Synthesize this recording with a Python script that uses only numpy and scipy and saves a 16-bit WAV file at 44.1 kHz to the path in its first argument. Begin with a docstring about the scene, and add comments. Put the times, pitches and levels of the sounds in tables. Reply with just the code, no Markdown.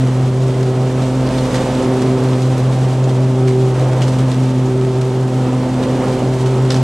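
"""A deep, uneven hum is heard first: the blades of a ride-on mower, drifting in and out of step.
It beats against the exhaust overtones of a twin-cylinder engine, over chopped, turbulent air and faint whines.
Cut grass hisses and dry leaves snap, as dense and sparse trains of short noise bursts.
Now and then a shredded twig cracks, rings and rattles; house fronts return a little of this debris sound."""
import sys
import numpy as np
from scipy import signal
from scipy.fft import rfft, irfft, next_fast_len
from scipy.io import wavfile
from scipy.ndimage import map_coordinates

SR = 44100
rng = np.random.default_rng(int(sys.argv[2]) if len(sys.argv) > 2 else 0)


def to_wav(sig):
    """Store sig (one row per channel, or 1-D mono) as 16-bit WAV at the path in sys.argv[1].

    Samples outside -1..1 are clipped; the rate is SR.
    """
    pcm = np.clip(np.atleast_2d(sig), -1, 1) * 32767
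    pcm = np.round(pcm).astype(np.int16)
    wavfile.write(sys.argv[1], SR, pcm.T)  # frames by channels


N = 301193
T = np.arange(N) / SR  # time in s

# Governed speeds of blades and crankshaft. Columns: time_s, blade_pass_hz, crankshaft_hz
SPEED = [(0.0, 127.59, 53.41), (0.4, 128.95, 53.44), (0.8, 128.03, 53.45), (1.21, 129.23, 53.63),
         (1.61, 127.49, 53.39), (2.01, 128.42, 53.64), (2.41, 128.13, 53.28), (2.81, 128.9, 53.75),
         (3.21, 128.6, 53.35), (3.62, 128.26, 53.41), (4.02, 128.55, 53.42), (4.42, 128.43, 53.46),
         (4.82, 128.16, 53.25), (5.22, 128.3, 53.42), (5.62, 127.29, 53.09), (6.03, 127.67, 53.45),
         (6.43, 128.68, 53.67), (6.83, 128.83, 54.06)]
# Load on the mower as the grass thickens and thins. Columns: time_s, above_normal_db
LOAD = [(0.0, -1.5), (.35, -2.5), (.85, -0.5), (1.35, 2), (1.6, 2.5), (1.82, 4), (2.0, 0.9), (2.8, -0.5),
        (3.2, -1.4), (3.6, -1), (3.8, 1), (4.3, -0.7), (4.9, -3), (5.35, -0.3), (5.75, -0.8), (6.04, 3.5),
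        (6.33, -0.5), (6.83, 0.4)]

# Hum of the blades when in step. Columns: multiple_of_blade_rate, level_db
BLADE_HUM = [(1, -13.5), (2, -18.5), (3, -20.5), (4, -33)]
# Slow beats between the blades.
# Columns: multiple_of_blade_rate, rate_difference_hz, first_fade_s, depth_db, narrowness (no unit)
BLADE_FADES = [(1, 0.24, 1.75, 7.5, 9), (1, 0.25, 0.99, 2.5, 4.5), (3, .232, 1.324, 13.5, 1.3),
               (3, 0.039, .1, 2.5, 2)]
# Uneven swell of the hum's octave. Columns: time_s, re_full_level_db
OCTAVE_SWELL = [(0.0, -0.5), (.35, -9.5), (.65, -9.5), (1.15, -1.5), (1.5, -2), (1.67, -6.5), (1.85, 0.3),
                (2.35, -2), (2.6, -6.5), (3.05, -8.5), (3.35, -3), (3.6, -4.5), (3.85, -23), (4.1, -3),
                (4.55, -0.5), (5.05, -10), (5.5, -1), (5.95, -0.5), (6.48, -9), (6.7, -3)]
# Upper blade overtones at normal load. Columns: multiple_of_blade_rate, level_db
BLADE_BUZZ = [(5, -42), (6, -37.5), (7, -41), (8, -47), (9, -49.5), (10, -45.5)]

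# Exhaust overtones before their swells. Columns: multiple_of_four_stroke_cycle, level_db
EXHAUST = [(1, -55), (2, -37.5), (3, -50), (4, -46), (5, -30), (6, -39), (7, -47), (8, -36.5), (10, -43),
           (11, -57), (12, -44), (13, -42), (14, -41.5), (15, -48), (18, -48), (19, -47.5), (20, -43),
           (21, -51), (23, -45.5), (24, -40.5)]
# Throb of the exhaust as the engine labours. Columns: time_s, swell_db
THROB = [(0.0, 1), (.85, -2), (1.75, 7), (2.0, -1.5), (2.8, 4), (3.1, -2), (4.0, 0), (5.2, -2), (6.3, 3),
         (6.83, -3)]

# Spectrum shape of the air in the deck. Columns: frequency_hz, relative_density_db_per_hz
AIR_SPECTRUM = [(25, -30), (65, -17), (110, 0), (190, -0.5), (320, 0.5), (470, -1), (600, -2.5), (720, -6),
                (950, -9), (1300, -15), (1700, -21), (3000, -27.5), (6000, -57.5)]
# Thin whines of the drive. Columns: frequency_hz, mean_level_db
WHINES = [(3490, -62.5), (5804, -71)]

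# Spectrum shape of cut grass and leaves. Columns: frequency_hz, relative_density_db_per_hz
CUT_SPECTRUM = [(600, -17), (1500, 1.5), (2300, 0), (3300, 0), (4800, -4), (6200, -4.5), (8500, -7),
                (10000, -13), (12500, -22.5), (15000, -42)]
# How much grass and leaf is being cut, before a common offset. Columns: time_s, relative_level_db
FEED = [(0.0, -37), (0.19, -38.5), (1.12, -37), (1.52, -33), (1.69, -34), (2.04, -36.5), (2.79, -36.5),
        (3.25, -39), (4.15, -36), (4.7, -39), (5.71, -38), (6.01, -35.5), (6.43, -36), (6.83, -38)]
# Spectrum shape of a brittle leaf snapping. Columns: frequency_hz, relative_density_db_per_hz
SNAP_SPECTRUM = [(1500, -10), (4000, -2), (7500, 0), (10000, -5), (12500, -14), (15000, -24)]

# Twigs and hard leaves. Columns: start_s, crack_db, pitch_hz, ring_re_crack_db
TWIGS = [(0.625, -29, 5000, -12), (1.019, -33, 4000, -7), (1.262, -41, 4600, 10), (1.38, -29, 4300, -4),
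         (1.543, -22.5, 1880, -7), (1.823, -29.5, 9500, -8), (2.016, -29, 1950, -3), (2.331, -32, 3500, -5),
         (2.424, -27, 4220, -11), (3.04, -37, 7000, 3), (3.092, -33, 3400, -14), (3.474, -26, 2100, -10),
         (4.017, -25.5, 2930, -7), (4.022, -39, 6760, 6), (4.08, -30, 4440, -17), (4.186, -31, 3100, -7),
         (4.315, -28, 4500, -19), (4.657, -48, 6650, 14), (5.011, -32, 3160, -15), (5.826, -29.5, 3900, -7),
         (6.458, -28, 6570, -14), (6.703, -24, 3520, -2), (6.703, -24, 5300, -1), (6.718, -32, 3500, -19),
         (6.742, -27, 5850, -8), (6.758, -33, 2980, -11)]
# Spectrum shape of a twig against blade and deck. Columns: frequency_hz, relative_density_db_per_hz
CRACK_SPECTRUM = [(400, -14), (1200, 4), (2200, -2), (3400, 0), (5500, -1), (8500, -5.5), (11000, -17),
                  (15000, -32)]

# Difference between the two channels of a spread sound. Columns: frequency_hz, side_re_mid_db
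WIDTH = [(60, -22), (250, -27), (500, -24.5), (1000, -18), (2000, -15.5), (4000, -8), (8000, -15),
         (10000, -13), (12500, 1)]
# Balance of the two channels. Columns: frequency_hz, left_minus_right_db
BALANCE = [(120, -.1), (250, -.6), (500, -1.4), (1200, -2), (2200, -1.1), (4000, -1), (8000, -.3)]


def undb(db):
    """A level in decibels is twenty times the logarithm of the amplitude ratio returned."""
    return 10 ** (np.asarray(db) / 20)


def unit(x):
    """Division by the root mean square gives a signal unit effective amplitude."""
    return x / np.sqrt(np.mean(x ** 2))


def curves(table):
    """Linear interpolation turns each column of a timed table into a continuous course."""
    time_s, *columns = np.transpose(table)
    return [np.interp(T, time_s, column) for column in columns]


def colour(x, points, size=2048):
    """A linear filter multiplies the spectrum by a gain, here joined in dB along log frequency."""
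    hz, db = np.transpose(points)
    length = next_fast_len(N + 2 * size)
    margins = [(0, 0)] * (x.ndim - 1) + [(size, length - N - size)]
    padded = np.pad(x, margins, mode="reflect")
    log_hz = np.log(np.fft.rfftfreq(length, 1 / SR) + 1)
    gain = undb(np.interp(log_hz, np.log(hz), db))
    filtered = irfft(rfft(padded) * gain, length)
    return filtered[..., size:size + N]


def walk(rate):
    """Smooth random motion of rms 1: a cubic curve through rate random values a second."""
    knots = rng.standard_normal(4096)
    coarse = T[::32]
    motion = map_coordinates(knots, [coarse * rate], order=3, mode="wrap")
    return unit(np.interp(T, coarse, motion))


def spread(pair):
    """Mid and side sum and subtract to two channels: bass alike, treble scattered."""
    mid, side = pair[0], colour(pair[1], WIDTH)
    return mid + np.array([[1], [-1]]) * side


def fade_db(multiple):
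    """Beating: blades of slightly unequal speed cancel, overtone k doing so k times as often."""
    db = np.zeros(N)
    for k, slip_hz, first_s, depth_db, narrowness in BLADE_FADES:
        if round(k) == multiple:
            beat = np.cos(np.pi * multiple * slip_hz * (T - first_s))
            db -= depth_db * np.abs(beat) ** (2 * narrowness)
    return db


def blades(angle, load_db):
    """Periodic tip pressure gives harmonics: the hum swells unevenly, the buzz grows with load."""
    waver_db, hum_db_per_load_db, buzz_db_per_load_db = 1.5, 2, 0.95
    flutter_rad, slip_rad, spindles = 0.09, 0.3, 3
    angle = angle + flutter_rad * walk(30)
    swells_db = [
        fade_db(1),
        curves(OCTAVE_SWELL)[0],
        fade_db(3) + waver_db * walk(6),
        hum_db_per_load_db * load_db + waver_db * walk(6),
    ]
    hum = 0
    for (k, db), swell_db in zip(BLADE_HUM, swells_db):
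        # the minus sign makes each pass lopsided: a slow rise and a steep drop
        hum = hum - undb(db + swell_db) * np.sin(round(k) * angle)
    buzz = 0
    for _ in range(spindles):
        spindle_angle = angle + slip_rad * walk(5)
        for k, db in BLADE_BUZZ:
            phase = 2 * np.pi * rng.random()
            buzz = buzz + undb(db) * np.cos(round(k) * spindle_angle + phase)
    buzz = buzz / np.sqrt(spindles) * undb(buzz_db_per_load_db * load_db)
    return np.sqrt(2) * (hum + buzz)


def engine(angle, throb_db):
    """Cyclic firing gives harmonics: the lowest throb, the fifth beats with the blades, others waver."""
    uneven_db, muffler_lag = 2.0, 0.052  # lag in turns of phase, times the overtone number squared
    exhaust = 0
    for k, db in EXHAUST:
        k = round(k)
        if k < 5:
            swell_db = throb_db
        elif k > 5:
            swell_db = uneven_db * walk(9)
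        else:
            swell_db = 0
        # the muffler holds higher overtones back longer, which smears each pulse
        phase = k * angle - 2 * np.pi * muffler_lag * k ** 2
        exhaust = exhaust - undb(db + swell_db) * np.sin(phase)
    return np.sqrt(2) * exhaust


def deck_air(angle, load_db):
    """Turbulence is broadband noise, here chopped by each blade and gusting as grass chokes the flow."""
    normal_db, gust_db, chop = -23, 1.0, 0.022
    puffs = rng.standard_normal((2, N)) * (1 + chop * np.cos(angle))
    air = spread(unit(colour(puffs, AIR_SPECTRUM)))
    return air * undb(normal_db + load_db + gust_db * walk(14))


def drive():
    """Belts and pumps whine faintly: nearly pure tones, wavering in frequency and amplitude."""
    waver, flicker_db = 0.00102, 3  # waver as a fraction of the frequency
    whine = 0
    for hz, db in WHINES:
        level = np.sqrt(2) * undb(db + flicker_db * walk(11))
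        angle = 2 * np.pi * np.cumsum(hz * (1 + waver * walk(25))) / SR
        whine = whine + level * np.sin(angle)
    return whine


def snap_train(snaps_per_s, size_db, size_limit, decay_s):
    """Shot noise: random impulses of unequal size, each decaying exponentially, shape noise bursts."""
    sizes = undb(size_db * rng.exponential(size=N).clip(0, size_limit))
    impulses = (rng.random(N) < snaps_per_s / SR) * sizes
    envelope = signal.lfilter([1], [1, -np.exp(-1 / (decay_s * SR))], impulses)
    return envelope * rng.standard_normal((2, N))


def cutting(angle, cut_db):
    """Countless cut stalks merge into noise; leaf snaps crackle through it, all stronger at each blade pass."""
    hiss_db, crackle_db = 6.5, -6  # only their balance matters
    chop, tuft_db = 0.021, 1.0
    hiss = rng.standard_normal((2, N))
    crackle = unit(snap_train(snaps_per_s=700, size_db=5.5, size_limit=6, decay_s=0.00031))
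    mixture = undb(hiss_db) * hiss + undb(crackle_db) * crackle
    feed = (1 + chop * np.cos(angle)) * undb(cut_db + tuft_db * walk(45))
    return spread(unit(colour(mixture, CUT_SPECTRUM))) * feed


def leaves(cut_db):
    """Brittle fracture is brief, hence bright: single leaves snap along with the hiss."""
    re_cut_db = -18
    snaps = snap_train(snaps_per_s=40, size_db=3, size_limit=3, decay_s=0.00039)
    return spread(unit(colour(snaps, SNAP_SPECTRUM))) * undb(cut_db + re_cut_db)


def house_fronts(x):
    """Scattered reflection: convolution with decaying noise, different at each ear."""
    wet_db, t60_s, first_echo_s = -17, 0.23, 0.012
    age = T[:SR // 2]
    decay = np.exp(-np.log(1000) * age / t60_s)
    tail = rng.standard_normal((2, len(age))) * decay * (age > first_echo_s)
    tail = tail / np.sqrt(np.sum(tail ** 2, axis=1, keepdims=True))
    return x + undb(wet_db) * signal.fftconvolve(x, tail, axes=1)[:, :N]


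def twigs():
    """Fracture excites a damped resonance: each twig cracks and rings, and splinters rattle in the deck."""
    middling_decay_s, middling_hz, size_law = 0.013, 4000, 0.68  # lower, bigger pieces last longer
    rise_s, splinter_db, rattle_db, rattle_s = 0.0008, 3.5, -13, 0.036
    sharpness, ring_top_hz = 11, 9000  # sharpness is the Q of the resonance
    out = np.zeros((2, N))
    roughness = undb(splinter_db * walk(450).clip(-2, 1.5))
    splinters = unit(rng.standard_normal((2, N)) * roughness)
    crack = unit(colour(splinters, CRACK_SPECTRUM))
    low_pass = signal.butter(2, ring_top_hz, fs=SR, output="sos")
    push = signal.sosfilt(low_pass, splinters)
    for start_s, db, hz, ring_db in TWIGS:
        decay_s = middling_decay_s * (middling_hz / hz) ** size_law
        start = int(start_s * SR)
        age = T[:min(N - start, SR // 4)]
        span = slice(start, start + len(age))
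        resonance = signal.iirpeak(hz, sharpness, fs=SR)
        ring = unit(signal.lfilter(*resonance, push[:, span]))
        blow = np.exp(-age / decay_s)
        rattle = np.hypot(blow, undb(rattle_db) * np.exp(-age / rattle_s))
        onset = 1 - np.exp(-age / rise_s)
        piece = rattle * crack[:, span] + undb(ring_db) * blow * ring
        out[:, span] += undb(db) * onset * piece
    return spread(out)


def to_the_right(pair):
    """Level and time differences place a source: the left side is a little weaker and later."""
    left_lag_samples = 0.29
    left = colour(pair[0], [(hz, db / 2) for hz, db in BALANCE])
    right = colour(pair[1], [(hz, -db / 2) for hz, db in BALANCE])
    late_left = map_coordinates(left, [np.arange(N) - left_lag_samples], order=3, mode="nearest")
    return np.array([late_left, right])


def scene():
    """Superposition: machine and debris add, a little to the right; only the debris is echoed."""
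    feed_offset_db, throb_waver_db = 0.22, 2
    blade_hz, crank_hz = curves(SPEED)
    load_db = curves(LOAD)[0]
    cut_db = feed_offset_db + curves(FEED)[0]
    throb_db = curves(THROB)[0] + throb_waver_db * walk(5)  # the throb also comes and goes by itself
    blade_angle = 2 * np.pi * np.cumsum(blade_hz) / SR
    cycle_angle = np.pi * np.cumsum(crank_hz) / SR  # one four-stroke cycle takes two turns
    machine = blades(blade_angle, load_db) + engine(cycle_angle, throb_db)
    machine = machine + deck_air(blade_angle, load_db) + drive()
    debris = cutting(blade_angle, cut_db) + leaves(cut_db) + twigs()
    return to_the_right(machine + house_fronts(debris))


def record(dry):
    """A steep elliptic low-pass removes the extreme treble."""
    top_hz, ripple_db, rejection_db = 14800, 0.1, 80
    low_pass = signal.ellip(8, ripple_db, rejection_db, top_hz, fs=SR, output="sos")
    return signal.sosfilt(low_pass, dry)


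dry = scene()
out = record(dry)
to_wav(out)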